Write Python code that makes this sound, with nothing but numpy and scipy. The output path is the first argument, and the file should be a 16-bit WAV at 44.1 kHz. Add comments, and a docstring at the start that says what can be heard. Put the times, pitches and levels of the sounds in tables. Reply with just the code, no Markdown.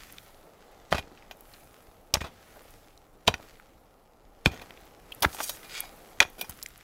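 """A mattock bites into stony soil by a stump in a forest clearing; later a shovel scrapes beside it.
Each stroke is a string of grinding bursts: stone cracks, roots knock, grit sprays and the steel head rings.
Low pushes thump the ground, loose soil trickles and rumbles back, and pebbles tick as short bursts.
Trees return a faint echo of the work; light wind and a drone (shaped noise) and a bird (sines) lie far off."""
import sys
import numpy as np
from scipy import signal
from scipy.fft import rfft, irfft, next_fast_len
from scipy.io import wavfile
from scipy.ndimage import uniform_filter1d, map_coordinates

SR = 44100
rng = np.random.default_rng(int(sys.argv[2]) if len(sys.argv) > 2 else 0)


def generate_wav(sig):
    """Save sig (samples, or channels by samples) to the path in sys.argv[1] as 16-bit PCM at SR."""
    pcm = np.round(np.clip(np.atleast_2d(sig).T, -1, 1) * 32767).astype(np.int16)
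    wavfile.write(sys.argv[1], SR, pcm)


N = 301203  # length [samples]

# far wind and drone: (time [s], wind level [dB], drone level [dB])
FAR_LEVELS = [(0, -55.5, -60.5), (.6, -62, -57), (1.8, -59, -59), (2.7, -59.5, -60.5), (4.1, -63, -61.5),
              (5.1, -56.5, -57), (6, -58, -54), (6.83, -57.5, -66)]
# colour of the far wind: (frequency [Hz], relative level [dB])
WIND_COLOUR = [(12, -34), (20, -3), (75, -18), (102, -18), (283, -26.5), (300, -17.5), (390, -54.5),
               (660, -120)]
# colour of the far drone: (frequency [Hz], relative level [dB])
DRONE_COLOUR = [(88, -39.5), (150, -8.5), (287, -6), (319, -5), (454, -2), (481, -1.5), (693, -3.5),
                (808, -1.5), (941, -9.5), (1340, -11), (1450, -16.5), (2500, -42.5), (3250, -62),
                (5500, -120)]
# faint far bird notes: (start [s], length [s], starting pitch [Hz], peak level [dB])
BIRD_NOTES = [(.555, .04, 3850, -75), (.66, .045, 4120, -70), (.74, .13, 3650, -71)]
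# echo of the clearing: (frequency [Hz], t60 [s])
TREE_DECAY = [(200, 0.62), (2000, 0.23), (12000, 0.33)]
# showers of loose soil: (full at [s], held [s], crumbs level [dB], dust level [dB])
SOIL_SHOWERS = [(0, 0.015, -53.5, -60), (.2, 0.036, -63.5, -65), (.63, .6, -65.5, -79.5),
                (1.53, 0.02, -62, -62), (1.75, 0.13, -69, -73.5), (2.33, 0.11, -64, -75),
                (2.51, 0.23, -62, -67), (3.44, 0.02, -61, -68.5), (4.62, 0.016, -59, -68.5),
                (4.78, 0.066, -65, -70.5), (5.15, 0.064, -60.5, -75.5), (5.36, 0.11, -52.5, -52),
                (5.64, 0.11, -56.5, -62), (5.9, 0.22, -62, -65), (6.42, 0.19, -60, -62),
                (6.8, .05, -62, -82.5)]
# soil between showers: (crumbs level [dB], dust level [dB])
SOIL_BED = (-73.5, -77.5)
# colour of the crumbs: (frequency [Hz], relative level [dB])
CRUMB_COLOUR = [(710, -16), (1200, -3.5), (1260, 0), (1340, -1.5), (1730, -3), (1890, -2.5), (8000, -13),
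                (10400, -42), (17600, -120)]
# colour of the dust: (frequency [Hz], relative level [dB])
DUST_COLOUR = [(3530, -40.5), (6000, -10), (7730, -6), (10600, 1), (15000, -0.5), (16100, -7.5),
               (16300, -12), (16500, -49.5)]
# pebbles landing: (time [s], peak level before spray [dB], centre [Hz])
PEBBLE_LANDINGS = [(0.1242, -31.5, 11500), (0.183, -30, 3200), (0.3446, -47, 3500), (1.026, -41, 2380),
                   (1.1747, -44.5, 2380), (1.2237, -43, 2358), (1.4077, -35.5, 13300),
                   (1.5369, -41.5, 4180), (2.707, -42, 9700), (2.9755, -44, 5080), (3.5548, -46, 2350),
                   (3.5982, -36.5, 1408), (4.596, -35, 2532), (4.7067, -32.5, 2140), (4.774, -41, 2410),
                   (4.81, -46, 13000), (4.854, -47, 13500), (5.1477, -33, 11200), (5.206, -34, 12300),
                   (5.3292, -35, 3500), (5.3467, -31, 10400), (5.462, -27, 12300), (5.632, -41, 1990),
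                   (5.8046, -14.5, 12700), (6.3, -40, 12400), (6.509, -34, 11500), (6.574, -41, 10500),
                   (6.627, -25.5, 6300), (6.633, -23.5, 13700), (6.6601, -27.5, 2180),
                   (6.6615, -29.5, 6970), (6.6862, -37, 12100), (6.7772, -39.5, 10870)]
# soft lumps landing: (time [s], peak level before spray [dB], centre [Hz])
CLOD_LANDINGS = [(0.468, -48, 700), (2.559, -40.5, 530), (2.603, -45.5, 430), (2.647, -46, 427),
                 (3.447, -57, 382), (5.833, -36.5, 845)]
# a hard stone chips the steel: (time [s], peak level before spray [dB], centre [Hz])
STONE_CLINKS = [(5.12, -28, 3010)]
# shovel blade modes: (frequency [Hz], relative level [dB], t60 [s])
BLADE_MODES = [(890, -8, .25), (1450, -4, .1), (1960, -7, .15), (2225, 2, .28), (2400, 1, .18),
               (2760, -8, .25), (3340, -5, .18), (3640, -7, .22), (3810, -6, .18), (4460, -6, .18),
               (4915, -4, .13), (6350, -7, .13), (6800, -8, .13), (7700, -8, .11)]
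# pushes of the shovel over stones: (full at [s], held [s], rasp level before jerks [dB])
SHOVEL_PUSHES = [(5.636, 0.013, -56), (5.697, .035, -48.5), (5.742, 0.039, -40), (5.835, 0.007, -52.5)]
# jerks of the mattock head through grit: (full at [s], held [s], rasp level before jerks [dB])
HEAD_DRAGS = [(5.345, 0.004, -50), (5.43, 0.0045, -41), (5.485, 0.0036, -44), (5.54, 0.0056, -50.5)]
# the edge slides through loose soil and bites: (bite [s], slide length [s])
EDGE_BITES = [(0.924, .016), (3.274, .008), (4.459, .009)]
# the head's weight lands in the ground: (time [s], thump peak level [dB])
GROUND_THUMPS = [(0.9197, -24.5), (0.9253, -23.5), (0.9312, -25), (0.9464, -24), (0.989, -32), (2.138, -25),
                 (2.1685, -27), (2.2133, -28), (2.2413, -34), (3.276, -20.5), (3.281, -26), (3.2868, -25),
                 (3.2959, -24), (3.3388, -36), (4.459, -17), (4.4659, -11.5), (4.5118, -35), (5.22, -34),
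                 (5.259, -20), (6.202, -32), (6.251, -40), (6.494, -36.5)]
# mattock head modes when free: (frequency [Hz], relative level before scatter [dB], t60 before damping [s])
HEAD_MODES = [(740, -8, .06), (1480, -5, .05), (1900, -8, .04), (2430, 0, .12), (3090, -8, .08),
              (3380, -9, .08), (3820, -11, .12), (4600, -9, .08), (5040, -11, .07), (5750, -10, .08),
              (6440, -10, .09), (6930, -13, .08), (8050, -14, .09), (8700, -15, .08), (9480, -15, .12),
              (10800, -16, .12), (11250, -18, .16), (11900, -17, .1), (12700, -17, .1), (14600, -18, .12)]
# contacts: (time [s], crack peak level [dB], crack centre [Hz], knock level re crack [dB], grinding t60 [s])
MATTOCK_CONTACTS = [(0.9188, -34, 2400, 13.5, 0.065), (0.9258, -17, 1520, 8.5, 0.012),
                    (0.9325, -32.5, 2640, 12, 0.039), (0.9442, -26.5, 2270, 6.5, 0.067),
                    (0.964, -30, 2250, -3, 0.11), (0.9798, -23, 2140, 0.5, 0.054),
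                    (0.9913, -27, 2400, -12, 0.017), (1.3101, -29.5, 2240, -1, 0.042),
                    (2.139, -1, 4520, -12.5, 0.018), (2.1465, -19.5, 2040, 4.5, 0.048),
                    (2.1688, -41.5, 1550, 16, 0.044), (2.2052, -29.5, 1970, -12, 0.079),
                    (2.2144, -36, 2290, 11, 0.036), (2.2405, -37, 2270, 8.5, 0.12),
                    (2.2636, -46, 2400, 3, 0.054), (3.2731, -9.5, 2880, -14, 0.053),
                    (3.277, -3, 2440, -5, 0.019), (3.2812, -24.5, 2540, 17, 0.029),
                    (3.287, -25, 2720, -5, 0.02), (3.2964, -43, 2370, 10, 0.15),
                    (3.3393, -17.5, 2080, -6, 0.039), (4.4591, -2.5, 2060, -4, 0.019),
                    (4.4654, -29, 3180, 3, 0.072), (4.5106, -38, 2260, -3, 0.28),
                    (4.6134, -38.5, 2380, 3.5, 0.065), (5.222, -7, 5000, -13.5, 0.077),
                    (5.23, -29.5, 2030, 16.5, 0.09), (5.246, -13.5, 1350, 8, 0.02),
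                    (5.2602, -50, 2080, 8, 0.031), (5.3465, -32.5, 2620, 2, 0.019),
                    (5.3833, -34, 2300, 3, 0.15), (5.403, -30.5, 1350, 11, 0.045),
                    (5.4927, -14.5, 5300, -14.5, 0.035), (6.203, 4, 2120, -11.5, 0.013),
                    (6.2123, -19, 2520, 7, 0.051), (6.2238, -13.5, 2210, -11, 0.025),
                    (6.2494, -42.5, 2370, 14, 0.025), (6.38, -36, 3870, -10.5, 0.2),
                    (6.4105, -17, 4030, -11, 0.038), (6.4442, -45, 1950, 8, 0.02),
                    (6.4943, -37.5, 6600, 0.5, 0.031)]
# what each stroke meets: (stroke start, just before its first contact [s],
# grit spray re crack at the usual crack pitch [dB], steel ring of a 0 dB crack [dB],
# rumble of soil sliding back [dB])
STROKE_SETTINGS = [(0.91, -35, -19.5, -53), (1.3, -2.5, -20, -64.5), (2.13, -24, -21, -66),
                   (2.2, -18.5, -18.5, -60), (3.27, -23, -20, -56.5), (3.33, -12, -20, -59.5),
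                   (4.45, -36, -22.5, -60), (4.5, -7, -17.5, -50), (5.21, -12, -39, -60),
                   (5.34, -14, -33, -56.5), (6.19, -42, -19, -59.5), (6.37, -4, -17.5, -54)]

BIRD_SAG_HZ_PER_S = 1500
ECHO_DB = -24.0
SLIDE_HELD_S = 0.043
ENTRY_DB, ENTRY_SWELL_DB = -29, 16  # gain at the bite, and rise up to it
GRIT_DB_PER_OCTAVE, USUAL_CRACK_HZ = 13.5, 2300  # brighter cracks throw more grit
RING_GROWS = .55  # dB of ring per dB of crack
INPUT_CEILING = .85  # full scale = 1
TOP_HZ = 16100  # middle of the fade at the top of the band


def amp(db):
    """Level in dB to amplitude."""
    return 10 ** (np.asarray(db) / 20)


def unit(x):
    """Scale to rms 1."""
    return x / np.sqrt(np.mean(x ** 2) + 1e-20)


def peak(x):
    """Scale to peak 1."""
    return x / np.max(np.abs(x))


def along(points, hz):
    """Read (frequency [Hz], value) points on a log frequency axis."""
    f, v = np.transpose(points)
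    return np.interp(np.log(hz + 1), np.log(f + 1), v)


def gains(rows):
    """One gain per sample for each dB column; practically silent outside the table."""
    times, *columns = np.transpose(rows)
    t = np.arange(N) / SR
    return [amp(np.interp(t, times, db, -150, -150)) for db in columns]


def swells(rows, rise_db_s, fall_db_s):
    """Each row rises, holds and falls; powers add into one gain for each dB column."""
    t = np.arange(N) / SR
    shapes = []
    for s, held, *_ in rows:
        before = np.clip(s - t, 0, None)
        after = np.clip(t - s - abs(held), 0, None)
        shapes.append(amp(-rise_db_s * before - fall_db_s * after))
    levels = amp(np.array(rows)[:, 2:])
    return np.sqrt(levels.T ** 2 @ np.array(shapes) ** 2)


def filtered(x, response):
    """Multiply the spectrum of x by a response of frequency."""
    m = next_fast_len(x.shape[-1] + SR // 8)
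    spectrum = rfft(x, m) * response(np.fft.rfftfreq(m, 1 / SR))
    return irfft(spectrum, m)[..., :x.shape[-1]]


def hump(hz, width_hz):
    """One causal resonance, 1 at its top."""
    return lambda f: 1j * f * width_hz / (hz * hz - f * f + 1j * f * width_hz)


def ringing(modes, scatter_db, damping=1):
    """Steel rings as a sum of modes, scattered in strength; damping widens and shortens them."""
    humps = []
    for hz, db, t60 in modes:
        strength = amp(db + scatter_db * rng.standard_normal())
        width_hz = damping * np.log(1000) / np.pi / t60
        humps.append((strength, hump(hz, width_hz)))
    return lambda f: sum(g * h(f) for g, h in humps)


def grit(n, rate, spread_db, hiss):
    """Single grains at random moments (rate per second), some bigger than the rest, over a hiss."""
    hits = rng.random(n) < rate / SR
    size = amp(spread_db * np.minimum(rng.exponential(size=n), 2))
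    grains = hits * rng.standard_normal(n) * size
    return unit(unit(grains) + hiss * rng.standard_normal(n))


def rush(x, colour, patchy_db):
    """Colour x, with time-frequency patches of random gain, rms 1."""
    z = signal.stft(x, nperseg=512)[2]
    across_pitch = uniform_filter1d(rng.standard_normal(z.shape), 6, 0)
    patches = uniform_filter1d(across_pitch, 10, 1)
    patchy = signal.istft(z * amp(patchy_db * unit(patches)), nperseg=512)[1][:N]
    return unit(filtered(patchy, lambda hz: amp(along(colour, hz))))


def distance():
    """Far off, low wind and a drone: coloured noise under slow level curves."""
    wind_gain, drone_gain = gains(FAR_LEVELS)
    wind = rush(rng.standard_normal(N), WIND_COLOUR, patchy_db=1.5)
    drone = rush(rng.standard_normal(N), DRONE_COLOUR, patchy_db=.8)
    return wind_gain * wind + drone_gain * drone


def bird():
    """Soft far whistles: single sines that sag a little in pitch."""
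    out = np.zeros(N)
    for s, length, hz, db in BIRD_NOTES:
        t = np.arange(round(length * SR)) / SR
        cycles = (hz - BIRD_SAG_HZ_PER_S * t / 2) * t
        out[round(s * SR):][:len(t)] = amp(db) * np.hanning(len(t)) * np.sin(2 * np.pi * cycles)
    return out


def trees(x):
    """The clearing's echo: a noise tail in which each frequency dies at its own speed."""
    _, t, z = signal.stft(rng.standard_normal(SR // 2), SR, nperseg=256)
    hz = np.fft.rfftfreq(256, 1 / SR)
    decay = amp(-60 * t / along(TREE_DECAY, hz)[:, None])
    tail = signal.istft(z * decay, SR, nperseg=256)[1]
    return signal.fftconvolve(x, tail / np.linalg.norm(tail))[:N]


def soil():
    """Crumbs patter and dust hisses off the lifted blade: sparse grains over noise."""
    showers = swells(SOIL_SHOWERS, rise_db_s=70.5, fall_db_s=46)
    crumb_gain, dust_gain = showers + amp(SOIL_BED)[:, None]
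    patter = rush(grit(N, 200, 4.5, 1.3), CRUMB_COLOUR, patchy_db=1.2)
    sift = rush(grit(N, 200, 4, 2), DUST_COLOUR, patchy_db=1.2)
    return crumb_gain * patter + dust_gain * sift


def sliding():
    """Loosened soil rumbles back into the hole with each stroke: low-pitched grit."""
    rows = [(s, SLIDE_HELD_S, db) for s, _, _, db in STROKE_SETTINGS]
    level, = swells(rows, rise_db_s=900.5, fall_db_s=44.5)
    rumble = filtered(grit(N, 150, 3, 0.51), lambda f: hump(300, 700)(f) ** 2)
    return level * unit(rumble)


def landings(rows, width, t60, spray_db):
    """Short dry bursts, each with one pitch (narrow clinks, wide clicks) and some spray of all pitches."""
    out, t = np.zeros(N + SR), np.arange(SR // 10) / SR
    for s, db, hz in rows:
        attack = 1 - np.exp(-t / (0.078 * t60))
        burst = rng.standard_normal(len(t)) * amp(-60 * t / t60) * attack
        resonance = hump(hz, width * hz)
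        body = peak(filtered(burst, lambda f: resonance(f) ** 2))
        out[round(s * SR):][:len(t)] += amp(db) * (body + amp(spray_db) * peak(burst))
    return out[:N]


def scrape(pressure, modes, rasp_hz, ring_db, tilt):
    """Grit rasps along steel in uneven jerks and keeps its modes ringing."""
    # 90 random jerk points a second, smoothly joined
    jerks = amp(2.2 * map_coordinates(rng.standard_normal(1000), [np.arange(N) * 90 / SR]))
    rasp = filtered(grit(N, 1600, 1.4, 0.31), lambda f: hump(rasp_hz, 2.2 * rasp_hz)(f) ** 2)
    rasp = pressure * jerks * unit(rasp)
    steel = ringing(modes, scatter_db=0)
    ring = filtered(rasp, lambda f: steel(f) * (f / rasp_hz) ** tilt)
    return rasp + amp(ring_db) * ring


def entries():
    """The edge pushes soil aside before a bite: a short swelling crunch of grit."""
    out = np.zeros(N)
    for s, slide in EDGE_BITES:
        n = round(slide * SR)
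        swell = amp(ENTRY_DB + np.linspace(-ENTRY_SWELL_DB, 0, n))
        out[round(s * SR) - n:][:n] = swell * grit(n, 5900, 2.46, 1.0)
    return filtered(out, lambda f: hump(3000, 6000)(f) ** 2)


def ground():
    """One low push through ground resonances for each thump, with soil settling after it."""
    out, t = np.zeros(N + SR), np.arange(SR // 4) / SR

    def earth(f):
        return (hump(82, 38)(f) + 1.4 * hump(240, 240)(f)) * hump(120, 260)(f)

    for s, db in GROUND_THUMPS:
        push = t * np.exp(-t / .0016)
        settling = .00015 * rng.standard_normal(len(t)) * amp(-60 * t / .12)
        out[round(s * SR):][:len(t)] += amp(db) * peak(filtered(push + settling, earth))
    return out[:N]


def mattock():
    """Every contact is a dying burst of grinding heard through stone, root and steel."""
    out, t = np.zeros(N + SR), np.arange(SR // 4) / SR
    for s, db, hz, knock_db, t60 in MATTOCK_CONTACTS:
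        # the latest stroke begun by this contact
        _, spray_db, ring_db, _ = [row for row in STROKE_SETTINGS if row[0] <= s][-1]
        t60 = np.clip(t60, .008, .3)
        attack = 1 - np.exp(-t / (0.00013 + 0.021 * t60))  # softer ground yields more slowly
        grind = grit(len(t), 4000, 10.0, 0.48) * amp(-60 * t / t60) * attack
        buried = ringing(HEAD_MODES, scatter_db=4, damping=11)  # packed soil damps the head
        crack = peak(filtered(grind, lambda f: hump(hz, 1.4 * hz)(f) ** 2 * (.4 + buried(f))))
        knock = peak(filtered(grind, lambda f: hump(800, 1200)(f) ** 2))
        spray = peak(filtered(grind, lambda f: hump(10500, 11000)(f) ** 2))
        steel = peak(filtered(grind, ringing(HEAD_MODES, scatter_db=5, damping=1.4)))
        grit_db = spray_db + GRIT_DB_PER_OCTAVE * np.log2(hz / USUAL_CRACK_HZ)
        contact = amp(db) * (crack + amp(knock_db) * knock + amp(grit_db) * spray)
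        contact += amp(ring_db + RING_GROWS * db) * steel
        out[round(s * SR):][:len(t)] += contact
    return out[:N]


def scene():
    """The work and its echo from the trees, over moving soil and the far sounds."""
    background = distance() + bird()
    loose = soil() + sliding()
    work = landings(PEBBLE_LANDINGS, width=.8, t60=.008, spray_db=-11)
    work += landings(CLOD_LANDINGS, width=1.1, t60=0.05, spray_db=-28)
    work += landings(STONE_CLINKS, width=0.21, t60=0.021, spray_db=-8)
    push, = swells(SHOVEL_PUSHES, rise_db_s=1798, fall_db_s=427)
    work += scrape(push, BLADE_MODES, rasp_hz=2770, ring_db=18.5, tilt=0.071)
    drag, = swells(HEAD_DRAGS, rise_db_s=330, fall_db_s=425)
    work += scrape(drag, HEAD_MODES, rasp_hz=7600, ring_db=29, tilt=0.91)
    work += entries() + ground() + mattock()
    return (background + loose + work + amp(ECHO_DB) * trees(work))[None]


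def record(dry):
    """The microphone input rounds off the hardest cracks, then the top of the band fades to nothing."""
    soft = dry / (1 + np.abs(dry / INPUT_CEILING) ** 4) ** (1 / 4)
    return filtered(soft, lambda hz: np.clip((TOP_HZ + 400 - hz) / 800, 0, 1) ** 3)


dry = scene()
out = record(dry)
generate_wav(out)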